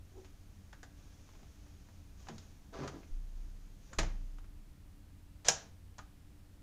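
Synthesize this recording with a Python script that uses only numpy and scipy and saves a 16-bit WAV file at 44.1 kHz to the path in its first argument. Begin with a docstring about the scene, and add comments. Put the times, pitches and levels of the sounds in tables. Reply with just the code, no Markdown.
"""A cat squeezes out through a plastic flap set in a glass door, heard from the quiet room inside.
Over low rumble and hiss, fur brushes the frame as friction noise and rough low tones of the frame swell.
Legs bump it in filtered contact bursts, the flap's edge rubs over the cat and the pane booms in its modes.
The flap slides off the tail and drops with a clack; over a second later the catch scrapes and snaps shut,
and two last knocks follow. Flap and frame ring in their own modes, and the room reflects the sound."""
import sys
import numpy as np
from scipy import signal
from scipy.fft import rfft, irfft
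from scipy.io import wavfile

SR = 44100
rng = np.random.default_rng(int(sys.argv[2]) if len(sys.argv) > 2 else 0)


def to_wav(sig):
    """Store sig (one row per channel, or 1-D mono) as 16-bit WAV at the path in sys.argv[1].

    Samples outside -1..1 are clipped; the rate is SR.
    """
    pcm = np.clip(np.atleast_2d(sig), -1, 1) * 32767
    pcm = np.round(pcm).astype(np.int16)
    wavfile.write(sys.argv[1], SR, pcm.T)  # frames by channels


N = 291942
TIME = np.arange(N) / SR  # s


def amp(db):
    """Level law: 20 dB is a factor of ten in amplitude."""
    return 10 ** (np.asarray(db) / 20)


def evened(x):
    """Normalization to an rms value of 1."""
    return x / np.sqrt(np.mean(x ** 2) + 1e-20)


def read(points, hz):
    """Linear interpolation of a tabulated spectrum on a log-frequency axis."""
    f, value = np.transpose(points)
    return np.interp(np.log(hz + 1), np.log(f), value)


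def add(mix, s, sound):
    """Superposition: adds a sound to the mix from time s on."""
    part = mix[round(s * SR):][:len(sound)]
    part += sound[:len(part)]


def colour(x, gain_db, size=4096):
    """Minimum-phase filtering: folding the cepstrum makes a causal response of the given gain."""
    log_gain = np.log(amp(gain_db(np.fft.rfftfreq(size, 1 / SR))))
    cepstrum = irfft(log_gain)
    cepstrum[1:size // 2] *= 2
    cepstrum[size // 2 + 1:] = 0
    response = irfft(np.exp(rfft(cepstrum)))
    return signal.oaconvolve(x, response)[:len(x)]


def narrow_noise(n, hz, half_width):
    """Resonance: noise in one narrow band, at half amplitude half_width Hz off centre; rms 1."""
    f = np.fft.rfftfreq(n, 1 / SR)
    resonance = 1 / (1 + ((f - hz) / half_width) ** 2)
    return evened(irfft(rfft(rng.standard_normal(n)) * resonance, n))


def thud(hz, corner_hz=450):
    """Low-pass weighting: the share of a frequency that belongs to the heavy, low part of a sound."""
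    return 1 / (1 + (hz / corner_hz) ** 3)


def friction(per_s, spread_db, smooth):
    """Stick-slip friction: tiny random slips of uneven size over a smooth hiss, rms 1."""
    happens = rng.random(N) < per_s / SR
    sign = rng.choice([-1, 1], N)
    size = amp(spread_db * np.minimum(rng.exponential(1, N), 3))
    slips = evened(happens * sign * size)
    return evened(slips + smooth * rng.standard_normal(N))


def stroke(start, length, attack_s, slope_db_per_s, release_db_per_s):
    """Envelope of one rubbing movement: gain rises, drifts steadily in dB, and decays exponentially."""
    t = np.maximum(TIME - start, 0)
    drift_db = slope_db_per_s * np.minimum(t, length)
    release_db = release_db_per_s * np.maximum(t - length, 0)
    return np.minimum(t / attack_s, 1) * amp(drift_db - release_db)


def reflections(build_s=0.0039, near_db=6, near_t60=0.12, size=256):
    """Reverberation: a dense flurry from the door recess and the room's tail, decaying by band; energy 1."""
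    # reverberation time: f/Hz, t60/s
    room_decay = [(100, 0.41), (300, 0.49), (1000, 0.38), (3000, 0.38), (6500, 0.3), (9000, 0.23),
                  (15000, 0.19)]
    t = TIME[:SR // 2]
    build = 1 - np.exp(-(t / build_s) ** 2)
    recess = amp(near_db - 60 * t / near_t60)
    flurry = rng.standard_normal(len(t)) * build * (1 + recess)
    hz, at, z = signal.stft(flurry, SR, nperseg=size)
    decay = amp(-60 * at / read(room_decay, hz)[:, None])
    tail = signal.istft(z * decay, SR, nperseg=size)[1][:len(t)]
    return tail / np.linalg.norm(tail)


def room(x, wet_db):
    """Convolution: a lasting sound together with its reflections."""
    return x + amp(wet_db) * signal.oaconvolve(x, reflections())[:N]


def contact(ring, t60, wet_db, spread_s=0.000487):
    """Impact: a hard tick, the dense ring spreading through thin plastic, and this spot's reflections."""
    t = TIME[:SR // 2]
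    burst = rng.standard_normal(len(t)) * amp(-60 * t / t60) * (1 - np.exp(-t / spread_s))
    burst *= ring / np.linalg.norm(burst)  # ring relative to the tick
    burst[0] = 1  # the tick
    return burst / np.linalg.norm(burst) + amp(wet_db) * reflections()


def blow(db, thud_db, click_db, spot_hz, spot_db, spot_octaves=0.26, click_hz=3800, ring_db_per_db=0.18):
    """Impact spectrum: weight, hardness and struck spot set the colour; light blows stay short and dry."""
    # basic colour of a blow: f/Hz, gain/dB
    blow_colour = [(40, -20), (140, 2.5), (400, 0), (900, 1.5), (2000, -4.5), (4000, -8), (7100, -6.5),
                   (8000, -21.5), (11000, -29), (15000, -46)]

    def gain_db(hz):
        """Spectral weighting: thud, click and the spot's resonance added in dB."""
        spot = np.exp(-.5 * (np.log2((hz + 1) / spot_hz) / spot_octaves) ** 2)
        weight = thud_db * thud(hz)
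        hardness = click_db * (1 - thud(hz, click_hz))
        return read(blow_colour, hz) + weight + hardness + spot_db * spot

    hit = contact(ring=2.64 * amp(ring_db_per_db * db), t60=0.031, wet_db=-4 + 0.08 * db)
    return amp(db) * colour(hit, gain_db)


def frame(x):
    """Modal resonance: flap and frame add their own ringing modes to whatever shakes them."""
    # modes of flap and frame: f/Hz, gain at resonance/dB, t60/s
    frame_modes = [(141.7, 9.5, 0.31), (182, 2, 0.83), (269.6, -19, .34), (366, -4, .4), (451, -13.5, 0.74),
                   (468, -3, 0.26), (661, -9, 0.31), (664, -6, 0.25), (780, -1.5, .16), (878, -7, .11),
                   (1250, -3, 0.098), (1502, -5, 0.13), (1649, 2.5, 0.39), (2430, -6.5, .14),
                   (2633, -13.5, 0.14), (3110, -2.5, .15), (4070, -12.5, .15), (5590, -9.5, 0.14),
                   (6200, -8, .2), (6000, -2, 0.13), (6610, 1, 0.11)]
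    t = TIME[:SR // 2]
    ring = np.zeros(len(t))
    for hz, db, t60 in frame_modes:
        unit_peak = 2 * np.log(1000) / (t60 * SR)  # gain 1 at resonance
        ring += amp(db - 60 * t / t60) * np.cos(2 * np.pi * hz * t) * unit_peak
    return x + signal.oaconvolve(x, ring)[:N]


def house(air_db=-56.0):
    """Stationary noise: steady low rumble, thin hiss and a few wavering narrow-band drones."""
    # relative spectrum of rumble and hiss: f/Hz, level/dB
    air_spectrum = [(10, -5.5), (25, 0), (70, -1), (110, -12), (200, -15.5), (300, -22), (450, -28.5),
                    (1000, -33), (2500, -37), (8000, -42), (15000, -45)]
    # faint drones: f/Hz, full width at half amplitude/Hz, rms level/dB
    drone_bands = [(88.9, 10, -62), (133, 7, -75.5), (196.4, 23, -73), (290.3, 19, -72.5),
                   (9400, 23.86, -98.5)]
    gain = amp(read(air_spectrum, np.fft.rfftfreq(N, 1 / SR)))
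    air = irfft(rfft(rng.standard_normal(N)) * gain, N)
    drones = sum(amp(db) * narrow_noise(N, hz, width / 2) for hz, width, db in drone_bands)
    return amp(air_db) * evened(air) + drones


def fur():
    """Friction noise: fur whispers in a light touch, and in a stroke as each part of the cat passes."""
    # strokes along the frame, haunches to tail: start t/s, length/s, level before sag and colour/dB
    fur_strokes = [(0.123, 0.11, -69), (0.93, 1.05, -68), (2.142, 0.29, -65), (2.72, 0.35, -69.5),
                   (3.322, 0.039, -68), (3.783, 0.28, -67.5)]
    # colour of fur: f/Hz, gain/dB
    fur_colour = [(100, 7), (600, 5.5), (1200, -0.5), (2500, -0.5), (4500, -1), (6500, 5), (7300, -2),
                  (8500, -20), (15000, -31.5)]
    attack_s, sag_db_per_s, release_db_per_s = 0.056, 3, 48.5
    touch_db, touch_ends_s = -74.5, 4.3  # until the cat is clear
    levels = [amp(touch_db) * stroke(0, touch_ends_s, attack_s, 0, release_db_per_s)]
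    for s, length, db in fur_strokes:
        levels.append(amp(db) * stroke(s, length, attack_s, -sag_db_per_s, release_db_per_s))
    level = np.max(levels, axis=0)
    whisper = level * friction(per_s=3200, spread_db=8.5, smooth=1.5)
    return colour(whisper, lambda hz: read(fur_colour, hz))


def low_tones(octave_db=-14, rough=0.38):
    """Damped resonance: a rough low tone and its octave swell, then decay exponentially."""
    # rough low tones of the frame: groans, a dull thud and a short scrape before the clack:
    # t/s of the peak, level of the tone/dB, rise time constant/s, t60/s, f/Hz
    frame_tones = [(0.188, -51, 0.028, 0.31, 377), (2.302, -50.5, 0.0072, 0.41, 155.4),
                   (2.316, -47, 0.012, 0.28, 223.3), (2.823, -43.5, 0.018, 0.44, 142.4),
                   (3.921, -56, 0.0077, 0.092, 528)]
    out = np.zeros(N)
    t = TIME[:SR // 2] - .1  # zero at the peak
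    for s, db, rise, t60, hz in frame_tones:
        swell = np.exp(np.minimum(t, 0) / rise) * amp(-60 * np.maximum(t, 0) / t60)
        octave = amp(octave_db) * narrow_noise(len(t), 2 * hz, half_width=150)
        tone = np.sin(2 * np.pi * hz * t) + octave
        roughness = rough * narrow_noise(len(t), hz, half_width=100)
        add(out, s + t[0], amp(db) * swell * (tone + roughness))
    return out


def knocks():
    """Successive impacts: the distinct blows of cat on frame and of flap on frame."""
    # blows: t/s, strength/dB, extra thud/dB, extra click/dB, struck spot f/Hz, boost at the spot/dB
    frame_blows = [(0.247, -26.5, -7, -2, 2900, 6), (0.7297, -21.5, 1, -1.5, 1530, 10),
                   (0.831, -25.5, 8, 10, 1660, 14), (0.838, -28.5, 1, 3, 694, 14.5),
                   (1.43, -30, 11, -8, 1000, 1), (1.887, -28.5, 7, -12, 1000, 0),
                   (2.27, -19.5, 2, -14, 1200, 1), (2.286, -13.5, 5, -1, 900, 1.5),
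                   (2.296, -15, 5, -17, 464, 5.5), (2.382, -25, -13, 8, 4250, 6.5),
                   (2.877, -10.5, 1, 0, 1410, 5.5), (3.032, -30, 10, -7, 2520, 12.5),
                   (3.9308, -17, -7, -9, 1380, 10.5), (3.933, -23, 8, -2, 7370, 14.5),
                   (3.9865, -0.5, 1.5, 5, 494, 1.5), (3.989, 1, -6, 0, 2050, 7),
                   (3.9959, -11.5, 8.5, 7, 610, 14), (4.031, -13, 14.5, 1.5, 1230, 4.5),
                   (4.385, -25.5, -4, -6, 1200, 1), (4.443, -29, 1, -12, 1600, 5.5),
                   (5.983, -23, -8, 8.5, 770, 11), (5.9901, -15, -10, -10, 1340, 7)]
    out = np.zeros(N)
    for s, *how in frame_blows:
        add(out, s, blow(*how))
    return out


def jostle(count=9, spread_db=5.5, octaves=0.8):
    """Random impacts: the hind legs jostle the frame in faint dull taps at chance moments and spots."""
    centre_s, spread_s, centre_db, centre_hz = 1.46, 0.22, -34, 1000
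    out = np.zeros(N)
    for when, size, spot in 2 * rng.random((count, 3)) - 1:
        spot_hz = centre_hz * 2 ** (octaves * spot)
        tap = blow(centre_db + spread_db * size, thud_db=7, click_db=-5, spot_hz=spot_hz, spot_db=4)
        add(out, centre_s + spread_s * when, tap)
    return out


def drag():
    """Stick-slip: the flap's edge judders over the cat in a few rubs, each with its own share of low thud."""
    # rubs: start t/s, length/s, level before sag and colour/dB, extra thud/dB
    edge_rubs = [(2.722, 0.05, -43, -19), (2.785, 0.053, -45, -1), (2.822, 0.025, -44, -13),
                 (2.917, 0.04, -54, 3)]
    # colour of the dragging flap: f/Hz, gain/dB
    drag_colour = [(50, -21), (140, 9), (280, 15.5), (480, 11.5), (750, 3.5), (1100, 2), (1500, -4),
                   (2500, -12.5), (6300, -13.5), (8000, -30), (15000, -53)]
    attack_s, sag_db_per_s, release_db_per_s = 0.012, 14, 262
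    judder = colour(friction(per_s=1200, spread_db=6.0, smooth=0.96), lambda hz: read(drag_colour, hz))
    low = irfft(rfft(judder) * thud(np.fft.rfftfreq(N, 1 / SR)), N)
    out = np.zeros(N)
    for s, length, db, thud_db in edge_rubs:
        level = amp(db) * stroke(s, length, attack_s, -sag_db_per_s, release_db_per_s)
        out += level * (judder + (amp(thud_db) - 1) * low)
    return out


def pane():
    """Forced modal response: a smooth shove sets the glass booming; a shorter one reaches higher modes."""
    # shoves that flex the pane: t/s, impulse level/dB, length/s
    pane_shoves = [(3.102, -19.5, 0.046), (3.351, -40.5, 0.017), (3.977, -27, 0.014),
                   (3.987, -46.5, 0.0024)]
    # modes of the pane: f/Hz, level/dB, t60/s
    pane_modes = [(30.4, -2, 1.78), (26.5, -20, .6), (52.7, -6.5, 0.78), (96, -2.5, 0.8), (143, -2, 0.25),
                  (184, 5, 0.25), (317.5, 11, 0.24)]
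    force = np.zeros(N)
    for s, db, length in pane_shoves:
        push = np.hanning(int(length * SR))
        add(force, s, amp(db) * push / push.sum())
    t = TIME[:2 * SR]
    boom = sum(amp(db - 60 * t / t60) * np.cos(2 * np.pi * hz * t) for hz, db, t60 in pane_modes)
    return signal.oaconvolve(force, boom)[:N]


def catch():
    """Friction, then impact: the catch scrapes along, pressed ever harder, and chatters home in bright snaps."""
    # snaps: t/s, strength/dB
    catch_snaps = [(5.4840, -6.5), (5.4850, -4), (5.4860, 4.5), (5.4878, 0), (5.4977, -13.5), (5.502, -14)]
    # colour of the snaps: f/Hz, gain/dB
    snap_colour = [(60, -19), (170, -2.5), (310, -7.5), (500, 2.5), (750, 6), (1050, 0), (1600, 2),
                   (2200, -3), (4800, -0.5), (5700, 8), (7100, 7.5), (8000, -7.5), (11000, -19),
                   (15000, -31.5)]
    # colour of the scrape: f/Hz, gain/dB
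    slide_colour = [(100, -16), (700, 5.5), (2000, -1), (5000, -1), (7000, 2.5), (8000, -11.5),
                    (11000, -29), (15000, -44.5)]
    start_s, slide_db, attack_s, swell_db_per_s, release_db_per_s = 5.446, -42, 0.0032, 119, 5000.5
    snaps = np.zeros(N)
    for s, db in catch_snaps:
        add(snaps, s, amp(db) * contact(ring=0.89, t60=0.025, wet_db=-5.5))
    length = catch_snaps[0][0] - start_s  # up to the first snap
    push = stroke(start_s, length, attack_s, swell_db_per_s, release_db_per_s)
    scrape = amp(slide_db) * push * friction(per_s=4200, spread_db=4.0, smooth=1.1)
    slide = colour(room(scrape, wet_db=-6), lambda hz: read(slide_colour, hz))
    return colour(snaps, lambda hz: read(snap_colour, hz)) + slide


def scene():
    """Superposition: blows, catch and rubbing ring the frame; low tones, pane and house are added."""
    rubbing = room(fur() + drag(), wet_db=-4.5)
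    shaken = knocks() + jostle() + catch() + rubbing
    return (frame(shaken) + low_tones() + pane() + house())[None]


def record(dry):
    """Band limitation: a linear-phase low-pass filter removes the highest treble."""
    low_pass = signal.firwin(511, 15600, window=("kaiser", 9), fs=SR)  # cutoff in Hz
    return signal.oaconvolve(dry, low_pass[None], "same")


dry = scene()
out = record(dry)
to_wav(out)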